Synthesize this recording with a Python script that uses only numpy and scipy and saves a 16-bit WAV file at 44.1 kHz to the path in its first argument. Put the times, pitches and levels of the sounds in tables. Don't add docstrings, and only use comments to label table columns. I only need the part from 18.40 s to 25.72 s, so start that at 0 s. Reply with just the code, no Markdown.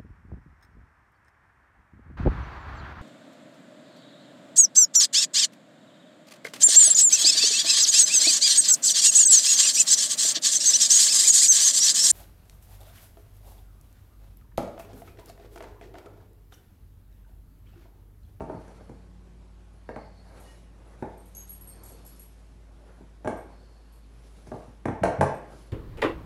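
import sys
import numpy as np
from scipy import signal
from scipy.io import wavfile
from scipy.ndimage import uniform_filter1d

SR = 44100
rng = np.random.default_rng(int(sys.argv[2]) if len(sys.argv) > 2 else 0)


def field_ratio(decibels):
    return 10 ** (np.asarray(decibels, dtype=float) / 20)


def wrap_up_sound(samples):
    columns = np.atleast_2d(samples).T
    tamed = np.clip(columns, -1, 1)
    steps = np.round(tamed * 32767).astype(np.int16)
    wavfile.write(sys.argv[1], SR, steps)


N = 322812


def evened(x):
    return x / np.sqrt(np.mean(x ** 2) + 1e-20)


def read(points, hz):
    f, value = np.transpose(points)
    return np.interp(np.log(hz + 1), np.log(f + 1), value)


def drift(per_s):
    t = np.arange(0, N + 256, 256) / SR
    slow = np.zeros(len(t))
    for f in np.geomspace(.2, 1, 12) * per_s:
        slow += np.sin(2 * np.pi * (f * t + rng.random())) / np.sqrt(f)
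    return np.interp(np.arange(N) / SR, t, evened(slow))


def noise(colour, patchy_db):
    hz = np.fft.rfftfreq(1024, 1 / SR)
    real, imaginary, patches = rng.standard_normal((N // 256 + 5, 513, 3)).T
    patches = uniform_filter1d(patches, size=10, axis=0)
    patches = evened(uniform_filter1d(patches, size=10, axis=1))
    level_db = read(colour, hz)[:, None] + patchy_db * patches
    spectra = (real + 1j * imaginary) * field_ratio(level_db)
    return evened(signal.istft(spectra, nperseg=1024, noverlap=768)[1][:N])


def struck(times, levels_db, modes, rise_s, scatter_db, tilt_db=0):
    t = np.arange(SR // 3) / SR
    out = np.zeros(N + SR)
    hz, db, t60 = np.transpose(modes)[:, :, None]
    rings = field_ratio(db - 60 * t / t60) * np.sin(2 * np.pi * hz * t) * (1 - np.exp(-t / rise_s)) ** 2
    strength, sign = rng.standard_normal((2, len(times), len(modes)))
    octaves = np.log2(hz / np.median(hz)).T
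    level_db = np.reshape(levels_db, (-1, 1)) + np.reshape(tilt_db, (-1, 1)) * octaves
    weights = field_ratio(level_db + scatter_db * strength) * np.sign(sign) / np.linalg.norm(field_ratio(db))
    for s, sound in zip(times, weights @ rings):
        out[round(s * SR):][:len(t)] += sound
    return out[:N]


def crunch(times, levels_db, colour, t60, rise_s=0.0001):
    blows = np.zeros(N)
    blows[np.round(times * SR).astype(int)] = field_ratio(levels_db)
    t = np.arange(SR // 8) / SR
    envelope = field_ratio(-60 * t / t60) * (1 - np.exp(-t / rise_s))
    puffs = signal.oaconvolve(blows, envelope)[:N] * rng.standard_normal(N)
    log_gain = np.log(field_ratio(read(colour, abs(np.fft.fftfreq(4096, 1 / SR)))))
    phase = signal.hilbert(log_gain).imag
    taps = np.fft.ifft(np.exp(log_gain - 1j * phase)).real[:2048]
    return signal.oaconvolve(puffs, taps / np.linalg.norm(taps))[:N]


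def fading(since, db, rise_s, db_per_s):
    since = np.maximum(since, 0)
    return field_ratio(db - db_per_s * since) * (1 - np.exp(-since / rise_s))


# t/s, body level/dB, counter thump level/dB, hardness/dB
BLOWS = [(0.005, -28.5, -36, -2), (0.017, -28.5, -42, -15), (0.082, -35, -44, -8), (0.097, -27.5, -47, -12),
         (0.143, -43, -35.5, 3), (0.279, -50, -66, 11), (0.409, -47, -60, -4), (0.494, -43.5, -42, -1),
         (1.49, -31.5, -47, 6), (1.561, -30, -43, 5), (2.624, -23.5, -36, -4), (4.607, -51, -53, 1),
         (4.846, -28.5, -41, -3), (4.857, -24, -36, -3), (4.874, -19, -61, 3), (4.898, -29, -46, -6),
         (6.069, -46, -43.5, 5), (6.117, -28, -46, -1.5), (6.139, -34.5, -43, -16), (6.278, -53, -46, 6),
         (6.455, -20, -31, 2.5), (6.484, -19, -33, -2.5), (6.634, -10, -30.5, 3.5), (6.654, -16, -35, 4),
         (6.81, -10, -25, 4), (6.829, -17, -41, -13)]
# t/s, thump level/dB
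COUNTER_FLEXES = [
    (6.613, -17),
    (6.622, -30.5),
    (6.785, -14),
    (6.797, -28),
]
# f/Hz, level/dB, t60/s
BOWL_MODES = [(254.3, -5.5, 0.026), (328, -3.5, 0.032), (418.4, -1.5, 0.037), (455.7, -6.5, 0.057),
              (552, -1.5, 0.021), (626, -2.5, 0.049), (675, -1.5, 0.032), (802, -4, 0.045),
              (891.5, -3.5, 0.055), (1098, -4, 0.034), (1206, -7, 0.029), (1417, -9, 0.029)]
# f/Hz, level/dB, t60/s
COUNTER_MODES = [(89.3, -7.5, 0.21), (118.5, -3, 0.12), (141.6, -10, 0.17), (185, -6.5, 0.1),
                 (262, -2.5, 0.042)]
# f/Hz, level/dB per Hz
THUD_COLOUR = [(60, -63), (120, -1.5), (250, 8), (500, 5), (900, 7), (1300, -8), (2000, -19.5),
               (3000, -50.5)]
# t/s, level/dB, f/Hz, t60/s
RIM_TOUCHES = [(2.055, -55, 1870, .14), (2.04, -64, 2910, .1), (2.075, -56, 2910, .14),
               (2.12, -66, 5480, .08), (1.33, -66, 9950, .1), (2.47, -63, 10150, .1), (3.3, -66, 5270, .25),
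               (3.655, -64, 5270, .2), (3.75, -64, 5270, .15), (1.9, -59, 1620, .2), (2.1, -70, 4150, .2)]


def bowl():
    s, body_db, thump_db, _ = np.transpose(BLOWS)
    tilt_db = 1.5 + 0.2696 * body_db
    out = struck(s, body_db + 3.5, BOWL_MODES, 0.0011, 1.83, tilt_db)
    out += crunch(s, body_db - 3.5, THUD_COLOUR, 0.03, 0.00093)
    out += struck(s, thump_db + 6, COUNTER_MODES, .0015, 1.5)
    s, flex_db = np.transpose(COUNTER_FLEXES)
    out += struck(s, flex_db, COUNTER_MODES, 0.0047, 1.4, tilt_db=-3.0)
    for s, db, hz, t60 in RIM_TOUCHES:
        out += struck([s], db, [(hz, 0, t60)], .003, 0)
    return out


# f/Hz, level/dB, t60/s
EDGE_MODES = [(1320, -3, .02), (1590, 0, .03), (1830, -6, .015), (2190, -7, .02)]
# f/Hz, level/dB per Hz
CRACK_COLOUR = [(600, -25), (1200, 0), (2000, -6), (3000, -13), (4200, -20), (6000, -40)]
# t/s, level/dB
GLASS_TICKS = [(.005, -71), (0.018, -70.5), (.279, -68), (.494, -71), (1.49, -71), (1.561, -69),
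               (2.624, -69.5), (4.846, -63), (4.874, -51), (6.069, -67), (6.117, -73), (6.455, -55.5),
               (6.635, -43.5), (6.654, -60), (6.809, -41), (6.829, -57)]
# f/Hz, level/dB per Hz
TICK_COLOUR = [(3000, -17), (4600, -11), (5800, 4.5), (6600, -1), (10200, 0), (11500, -13), (12800, -32),
               (13600, -58)]


def glass_edge():
    s, body_db, _, hard_db = np.transpose(BLOWS)
    edge_db = body_db - 20.5 + hard_db
    edge = struck(s, edge_db + 8.5, EDGE_MODES, 0.00027, 3.1)
    edge += crunch(s, edge_db + 4.0, CRACK_COLOUR, 0.016)
    s, tick_db = np.transpose(GLASS_TICKS)
    tick = crunch(s, tick_db + 9.5, TICK_COLOUR, 0.034, 0.0013)
    return edge, tick


# f/Hz, t60/s
ROOM_DECAY = [(60, 0.26), (200, 0.31), (700, 0.48), (1500, 0.5), (3000, 0.61), (6000, 0.43), (11000, 0.27),
              (16000, 0.17)]


def kitchen(x):
    out = np.zeros(N)
    turn = np.arange(N) / SR * 1.7 * np.pi
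    for k in range(3):
        echoes = np.zeros(SR)
        at = np.arange(160, SR - 20, 20) + rng.integers(0, 20, (SR - 161) // 20)
        echoes[at] = rng.choice([-1., 1.], len(at))
        hz, t, z = signal.stft(echoes, SR, nperseg=256)
        decay = field_ratio(-60 * t / read(ROOM_DECAY, hz)[:, None]) * (1.15 - np.exp(-t / 0.004))
        tail = signal.istft(z * decay, SR, nperseg=256)[1]
        share = np.cos(turn + k * np.pi / 3) * np.sqrt(2 / 3)
        out += signal.oaconvolve(x * share, tail / np.linalg.norm(tail))[:N]
    return out


# f/Hz, level/dB per Hz
AIR_COLOUR = [(45, 1.5), (75, -8.5), (110, 1), (800, -14.5), (3000, -25.5), (11500, -35), (14000, -54),
              (16000, -69)]
# f/Hz, rms level/dB, waver/dB
MOTOR_TONES = [
    (53.2, -48.6, .5),
    (120, -69, 3),
    (268, -75, 2.5),
    (840, -81, 2),
    (1085, -82, 2),
]
# t/s, f/Hz, level/dB
FAN_SPEED = [
    (0, 92, -59),
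    (.5, 90.4, -54),
    (1.5, 91.04, -56),
    (2.5, 90.54, -57.5),
    (3.5, 92, -56),
    (4.6, 91, -65),
    (5.1, 89.3, -59.5),
    (5.6, 89, -78),
    (7.32, 86.6, -79),
]
# multiple of f, level/dB
FAN_HARMONICS = [(1, -4.5), (2, -6.5), (4, -18.5)]


def appliances():
    t = np.arange(N) / SR
    out = field_ratio(-58.5) * noise(AIR_COLOUR, 1.5)
    for hz, db, waver_db in MOTOR_TONES:
        level = np.sqrt(2) * field_ratio(db + waver_db * drift(5.2))
        out += level * np.sin(2 * np.pi * (hz * t + rng.random()))
    s, hz, db = np.transpose(FAN_SPEED)
    turns = np.cumsum(np.interp(t, s, hz)) / SR
    fan_db = np.interp(t, s, db)
    for order, order_db in FAN_HARMONICS:
        level = np.sqrt(2) * field_ratio(fan_db + order_db + 1.6 * drift(3))
        out += level * np.sin(2 * np.pi * order * turns)
    return out


# middle t/s, half length/s, batter drag level/dB, dry rustle level/dB
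BLADE_STROKES = [(0.263, 0.35, -49.5, -73.5), (1.1, 0.58, -78, -96), (1.597, 0.18, -61, -90),
                 (1.957, 0.18, -49.5, -72), (2.092, 0.17, -54, -67), (2.593, .3, -51, -75),
                 (3.07, 0.31, -59.5, -71), (3.46, 0.28, -52.5, -74.5), (3.72, 0.52, -62, -72),
                 (4.51, 0.21, -53.5, -77.5), (5.146, 0.62, -66, -80), (5.894, 0.24, -60, -71.5),
                 (6.145, .25, -59, -69.5), (7.185, 0.14, -56, -66.5)]
# start t/s, level/dB, fade/dB per s
GLASS_SQUEAKS = [
    (.03, -60.5, 21),
    (1.45, -51.5, 27),
    (3.2, -54.5, 18),
    (5.08, -53.5, 29),
    (7.08, -62, 12),
]
# f/Hz, level/dB per Hz
BATTER_COLOUR = [(100, 5.5), (200, 1.5), (450, 4.5), (900, -2.5), (1600, -10), (2500, -18.5), (3500, -54),
                 (6000, -47)]
# f/Hz, level/dB per Hz
RUSTLE_COLOUR = [(1500, 0.5), (3000, 2), (6000, -0.5), (8000, -4), (10500, 0.5), (12000, -10), (14500, -20),
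                 (16000, -40)]
# f/Hz, width/Hz, level/dB
SQUEAK_BANDS = [(4390, 110, 1.5), (4650, 250, -6), (5120, 200, -9)]


def spatula():
    t = np.arange(0, N + 64, 64)[:, None] / SR
    middle, half, batter_db, rustle_db = np.transpose(BLADE_STROKES)
    arch_db = -12.5 * ((t - middle) / half) ** 2
    s, body_db = np.transpose(BLOWS)[:2]
    slump = fading(t - s, body_db - 21.5, 0.018, 56.5)
    s, squeak_db, fade = np.transpose(GLASS_SQUEAKS)
    lift_db = 120 * np.maximum(t - s - 0.6, 0)
    contact = fading(t - s, squeak_db - lift_db, 0.13, fade)

    def total(gains):
        return np.interp(np.arange(N) / SR, t[:, 0], np.linalg.norm(gains, axis=1))

    batter = total(np.hstack([field_ratio(batter_db + arch_db), slump]))
    rustle = total(field_ratio(rustle_db + arch_db))
    squeak = total(contact)
    out = batter * field_ratio(-4 + 1.05 * drift(30)) * noise(BATTER_COLOUR, 2.3)
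    out += rustle * field_ratio(4.0 + 1.1 * drift(40)) * noise(RUSTLE_COLOUR, 1.9)
    for hz, width, db in SQUEAK_BANDS:
        band = signal.butter(1, [hz - width / 2, hz + width / 2], "bandpass", fs=SR, output="sos")
        tone = evened(signal.sosfilt(band, rng.standard_normal(N)))
        out += squeak * field_ratio(db - 13.5 + 2.0 * drift(25)) * tone
    return out


# t/s, upper charm level/dB, middle charm level/dB, clatter level/dB
CHARM_TOUCHES = [(1.999, -57, -62, -60), (2.7744, -55, -56.5, -82), (2.8566, -52, -55, -66),
                 (2.9485, -48, -74, -54), (2.968, -37, -74, -75), (3.0747, -62, -45, -65),
                 (3.094, -38, -41, -71), (3.1116, -56, -47, -72), (3.1368, -46, -57, -75),
                 (3.2103, -45.5, -54.5, -63), (3.273, -51, -43.5, -64), (3.288, -52, -42, -74),
                 (3.433, -42, -52, -54), (3.453, -43, -46, -63), (3.49, -46, -58, -60),
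                 (3.52, -60, -72, -66), (3.649, -50, -62, -59), (3.663, -43.5, -59, -62),
                 (3.7594, -69, -68, -62), (3.7948, -41, -48, -60.5), (4.9711, -53.5, -57, -70),
                 (5.524, -62, -67, -69), (5.55, -70, -75, -77), (6.942, -61, -60, -70)]
# t/s, level/dB
LOW_CHARM_TOUCHES = [
    (2.9485, -38),
    (2.9687, -38.5),
    (3.0754, -49.5),
    (3.4342, -64),
    (3.49, -66),
]
# f/Hz, level/dB, t60/s
UPPER_MODES = [(11270, -9, .06), (11330, 0, .09), (11400, -3, .11)]
# f/Hz, level/dB, t60/s
LOW_MODES = [(6500, 3.5, 0.02), (6630, -15, 0.088)]
# f/Hz, level/dB, t60/s
MIDDLE_MODES = [(8380, -11, .05), (8545, -5, .06), (8630, 0, .07), (8750, -10, .03)]
# f/Hz, level/dB, t60/s
OVERTONE_MODES = [(14130, -8, .14), (14900, -6, .1), (15260, 0, .2), (15420, -1.5, .16)]
# f/Hz, level/dB per Hz
CLATTER_COLOUR = [(2500, -4), (5000, -3), (7500, 7), (10000, 7.5), (11800, 4), (13000, -10), (15500, -14)]


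def charms():
    s, upper_db, middle_db, clatter_db = np.transpose(CHARM_TOUCHES)
    out = struck(s, upper_db - 3.5, UPPER_MODES, 0.00038, 2.8)
    low_s, low_db = np.transpose(LOW_CHARM_TOUCHES)
    out += struck(low_s, low_db + 4.5, LOW_MODES, 0.0013, 0.83)
    out += struck(s, middle_db - 1.5, MIDDLE_MODES, 0.00095, 5.4)
    overtone_db = -76 + .6 * (middle_db + 37)
    out += struck(s, overtone_db + 16, OVERTONE_MODES, 0.0044, 2.6)
    return out + crunch(s, clatter_db + 1.5, CLATTER_COLOUR, 0.095, 0.0016)


def scene():
    knocks, jingle = bowl(), charms()
    edge, tick = glass_edge()
    to_room = field_ratio(-1.5) * (knocks + tick) + field_ratio(-4) * edge + field_ratio(2.5) * jingle
    direct = knocks + edge + tick + jingle
    return (direct + kitchen(to_room) + spatula() + appliances())[None]


def gated(x):
    hz, _, z = signal.stft(x, SR, nperseg=1024)
    tone = abs(z[:, (hz > 11200) & (hz < 11500)]).max(1, keepdims=True)
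    above = ((hz > 11900) & (hz < 15000))[:, None]
    local = uniform_filter1d(uniform_filter1d(abs(z), size=16, axis=1), size=3, axis=2)
    z = np.where(above & (local < tone * field_ratio(-38)), 0, z)
    return signal.istft(z, SR, nperseg=1024)[1][:, :N]


def top_cut(x):
    return signal.sosfilt(signal.butter(12, 15710, fs=SR, output="sos"), x)


def record(dry):
    low_cut = signal.sosfilt(signal.butter(2, 42, "highpass", fs=SR, output="sos"), dry)
    squeezed = .65 * np.tanh(low_cut / .65)
    band_edge = signal.firwin(255, 15650, window=("kaiser", 9), fs=SR)
    mix = signal.oaconvolve(gated(squeezed), band_edge[None], "same")
    return top_cut(mix)


dry = scene()
out = record(dry)
wrap_up_sound(out)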